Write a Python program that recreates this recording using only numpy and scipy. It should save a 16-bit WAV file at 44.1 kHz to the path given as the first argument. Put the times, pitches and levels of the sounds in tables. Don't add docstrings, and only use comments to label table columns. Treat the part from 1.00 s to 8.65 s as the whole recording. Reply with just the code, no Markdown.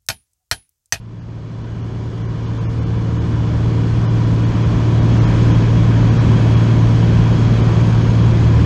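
import sys
import numpy as np
from scipy import signal
from scipy.fft import rfft, irfft, next_fast_len
from scipy.io import wavfile
from scipy.ndimage import uniform_filter1d, map_coordinates

SR = 44100
rng = np.random.default_rng(int(sys.argv[2]) if len(sys.argv) > 2 else 0)


def magnitude_from_level(level_db):
    exponent = np.asarray(level_db, float) / 20
    return 10 ** exponent


def dump_mix(stems):
    frames = np.atleast_2d(stems).T
    limited = np.clip(frames, -1, 1)
    pcm = np.round(limited * 32767).astype(np.int16)
    wavfile.write(sys.argv[1], SR, pcm)


N = 337365

# (time [s], speed [rpm])
SHAFT_SPEED = [
    (0, 2272),
    (1.5, 2272),
    (2.8, 2280),
    (3.6, 2274),
    (4.3, 2290),
    (5.05, 2268),
    (5.7, 2283),
    (6.8, 2273),
    (7.65, 2274),
]
# (multiple of the two-turn engine cycle [1], level [dB])
ENGINE_ORDERS = [(2, -5.5), (3, -12.5), (4, -2), (6, 14), (7, -12.5), (8, 1.2), (9, 3.5), (10, -10),
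                 (12, -11.5), (14, -11.5), (15, -8), (16, -10), (18, -12.5), (20, -7), (21, -26.5),
                 (24, -8.5), (25, -21), (26, -24), (27, -22), (28, -22), (29, -23.5), (31, -21.5),
                 (32, -20.5), (33, -34), (35, -29), (36, -23.5), (39, -22), (40, -36.5), (42, -27),
                 (44, -34.5)]
# (multiple of the cycle [1], middle [s], length [s], lift [dB])
TONE_SWELLS = [(4, 2.15, 1.4, 13), (4, 3.6, 1.2, 5.5), (4, 7.6, 1, 15.5), (12, 5.7, 2.7, 11.5),
               (12, .7, .8, 6), (14, 2.1, 3.3, 8), (16, 2.9, 5.2, 11), (16, 8.2, 1.1, 12.5),
               (20, 1.1, 1.4, 5), (20, 2.6, 0.86, 2), (24, 2.3, 1.4, 5.5)]
# (frequency [Hz], density [dB per Hz])
PANEL_BOOM = [(10, -26.5), (28, -20.5), (38, -11.5), (49, 0), (70, -0.5), (130, -2), (200, -4.5), (300, -9),
              (400, -14), (600, -27.5), (900, -30), (1500, -69.5), (3000, -140)]
# (frequency [Hz], density [dB per Hz])
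WINDOW_HISS = [(290, -24.5), (500, -1), (594, -1.5), (857, -6.5), (972, -1.5), (1390, -7.5), (1570, -6.5),
               (2100, -14), (2410, -12), (2760, -16), (3320, -16.5), (3760, -16.5), (6530, -24.5),
               (7750, -32), (10100, -65), (17000, -120)]
# (frequency [Hz], density [dB per Hz])
THIN_TREBLE = [(7000, -24.5), (7800, -7.5), (8300, -6.5), (9200, -4.5), (9400, -12), (10200, -13),
               (10900, -11), (11450, -9), (11750, -17), (12400, -26.5), (12900, -18.5), (13500, -22),
               (14000, -44.5), (14500, -64.5)]
# (frequency [Hz], width [Hz], lift before the turn [dB], lift after [dB])
WINDOW_MODES = [(968, 43, 3.5, 3.5), (1073, 110, 2, 1.5), (2250, 290, 1, 2.5), (2590, 99, -3.5, 2),
                (2950, 150, 5, 0.5), (3020, 140, 0.5, 4.5), (3280, 72, 1.5, 6), (3327, 200, 3.5, 3.5),
                (3480, 55, 4, -2), (3700, 41, 3, 4.5), (3716, 170, -6.5, -4), (6500, 89, 4, 7)]
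# (middle [s], length [s], lift [dB])
GUST_EVENTS = [
    (.6, .8, 1),
    (4.353, 0.6, 2),
    (5.4, 0.66, 1.5),
    (6.508, 0.81, 1),
]
# (time [s], shortage 0-1 [1])
COARSE_FRAMES = [(0.209, 0.67), (0.636, 0.47), (0.83, 0.57), (1.236, 0.67), (1.277, 0.82), (1.463, 0.45),
                 (1.591, 0.77), (1.666, 0.74), (1.683, 0.93), (1.811, 0.63), (1.849, 0.96), (2.194, 0.71),
                 (3.062, 0.62), (3.091, 0.54), (3.454, 0.53), (3.643, 0.5), (4.008, 0.77), (4.2, 0.71),
                 (4.264, 0.72), (4.534, 0.59), (5.108, 0.6), (5.195, 0.51), (5.558, 0.47), (6.623, 0.56)]
# (frequency [Hz], level re mean line [dB])
SMALLEST_LINE = [(1200, -34), (2500, -22), (4000, -16), (6800, -15), (7600, 5), (9000, 4), (11000, 0),
                 (12300, 2), (13500, 0)]
FRAME_LEADS = (212, 530)


def engine(cycle):
    phase = cycle[::8]
    tones = np.zeros(len(phase))
    for order, db in ENGINE_ORDERS:
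        waver_db = np.clip(0.09 * order, 0, 3) * wobble(3)[::8]
        lifts = [lift_db * swell(middle, length)[::8]
                 for swell_order, middle, length, lift_db in TONE_SWELLS if round(swell_order) == order]
        path_db = -4 + sum(lifts) if lifts else 0
        lag = 0.25 * order * order
        tones += magnitude_from_level(db + waver_db + path_db) * np.sqrt(2) * np.sin(order * phase - lag)
    return signal.resample_poly(tones, 8, 1, window=("kaiser", 14), padtype="reflect")[:N]


def crank():
    time, speed = np.transpose(SHAFT_SPEED)
    rpm = np.interp(np.arange(N) / SR, time, speed) * (1 + 0.0012 * wobble(6))
    cycles_per_second = rpm / (2 * 60)
    return 2 * np.pi * np.cumsum(cycles_per_second) / SR


def boom():
    gust_db = gusts() + 0.41 * wobble(1.9)
    return magnitude_from_level(8.5 + gust_db) * rush(lambda hz: along(PANEL_BOOM, hz), patchy_db=0.27)


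def hiss(cycle):
    turn = np.pi / 2 * np.clip((np.arange(N) / SR - 2.5) / 2.4, 0, 1)
    before = np.cos(turn) * rush(lambda hz: window_colour(hz, 0), patchy_db=0.75)
    after = np.sin(turn) * rush(lambda hz: window_colour(hz, 1), patchy_db=0.62)
    body = magnitude_from_level(-3.5) * (before + after)
    thin = magnitude_from_level(-39) * rush(lambda hz: along(THIN_TREBLE, hz) - 60 * (hz < 7000), patchy_db=4.0)
    shake = 1 + 0.025 * np.sin(3 * cycle) + 0.025 * np.sin(6 * cycle)
    gust_db = 0.65 * gusts() + 0.16 * wobble(4.4)
    return magnitude_from_level(gust_db) * shake * (body + thin)


def window_colour(hz, view):
    colour = along(WINDOW_HISS, hz)
    for centre, width, *lift_db in WINDOW_MODES:
        colour = colour + lift_db[view] / (1 + (2 * (hz - centre) / width) ** 2)
    return colour


def gusts():
    return sum(lift_db * swell(middle, length) for middle, length, lift_db in GUST_EVENTS)


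def swell(middle, length):
    return np.exp(-np.abs(2 * (np.arange(N) / SR - middle) / length) ** 3)


def rush(gain_db, patchy_db):
    z = signal.stft(rng.standard_normal(N + 4096), SR, nperseg=1024)[2]
    field = uniform_filter1d(rng.standard_normal(z.shape), size=6, axis=0)
    field = uniform_filter1d(field, size=8, axis=1)
    white = signal.istft(z * magnitude_from_level(patchy_db * unit(field)), nperseg=1024)[1]
    m = next_fast_len(len(white))
    coloured = rfft(white, m) * magnitude_from_level(gain_db(np.fft.rfftfreq(m, 1 / SR)))
    return unit(irfft(coloured, m)[:N])


def wobble(rate):
    coarse = np.arange(0, N + 32, 32)
    knots = rng.standard_normal(int(N * rate / SR) + 4)
    return np.interp(np.arange(N), coarse, map_coordinates(knots, [coarse * rate / SR]))


def along(points, hz):
    f, v = np.transpose(points)
    return np.interp(np.log(hz + 1), np.log(f + 1), v)


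def unit(x):
    return x / np.sqrt(np.mean(x ** 2) + 1e-20)


def scene():
    cycle = crank()
    return (engine(cycle) + boom() + hiss(cycle))[None]


def camera(x, lead):
    frame, window = 941, "cosine"
    padded = np.pad(x, (lead, frame), "reflect")
    hz, t, z = signal.stft(padded, SR, window, 2 * frame, frame, boundary="even")
    usual = np.sqrt(uniform_filter1d(np.mean(np.abs(z) ** 2, axis=1), size=40))
    shortage = np.zeros(len(t))
    for time, lack in COARSE_FRAMES:
        shortage[round((time * SR + lead) / frame)] = lack
    choice = rng.standard_normal((len(hz) // 10 + 1, len(t)))
    choice = unit(uniform_filter1d(choice, size=2, axis=1))
    band_db = 5.1 * np.repeat(choice, 10, axis=0)[:len(hz)]
    step_db = along(SMALLEST_LINE, hz)[:, None] + band_db + 29 * shortage ** 0.3
    step = usual[:, None] * magnitude_from_level(step_db)
    steps = np.floor(np.abs(z) / step + 0.56)
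    snapped = steps * step * np.exp(1j * np.angle(z))
    kept = np.where(hz[:, None] > 1200, snapped, z)
    return signal.istft(kept, SR, window, 2 * frame, frame)[1][lead:lead + N]


def fader():
    pictures, fade_s, bend = 30 / 1.001, 4.55, 1.037
    held = np.floor((np.arange(N) / SR - 0.0112) * pictures) / pictures
    start = magnitude_from_level(-22)
    return magnitude_from_level(-26.5) * (start + (1 - start) * np.clip(held / fade_s, 0, 1) ** bend)


def low_pass(x):
    return signal.sosfilt(signal.butter(12, 15700, fs=SR, output="sos"), x)


def record(dry):
    top, knee = 21, 4
    limited = dry[0] / (1 + np.abs(dry[0] / top) ** knee) ** (1 / knee)
    late = np.clip((np.arange(N) / SR - 4.4) / 0.02, 0, 1)
    heard = (1 - late) * camera(limited, FRAME_LEADS[0]) + late * camera(limited, FRAME_LEADS[1])
    return low_pass((heard * fader())[None])


dry = scene()
out = record(dry)
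dump_mix(out)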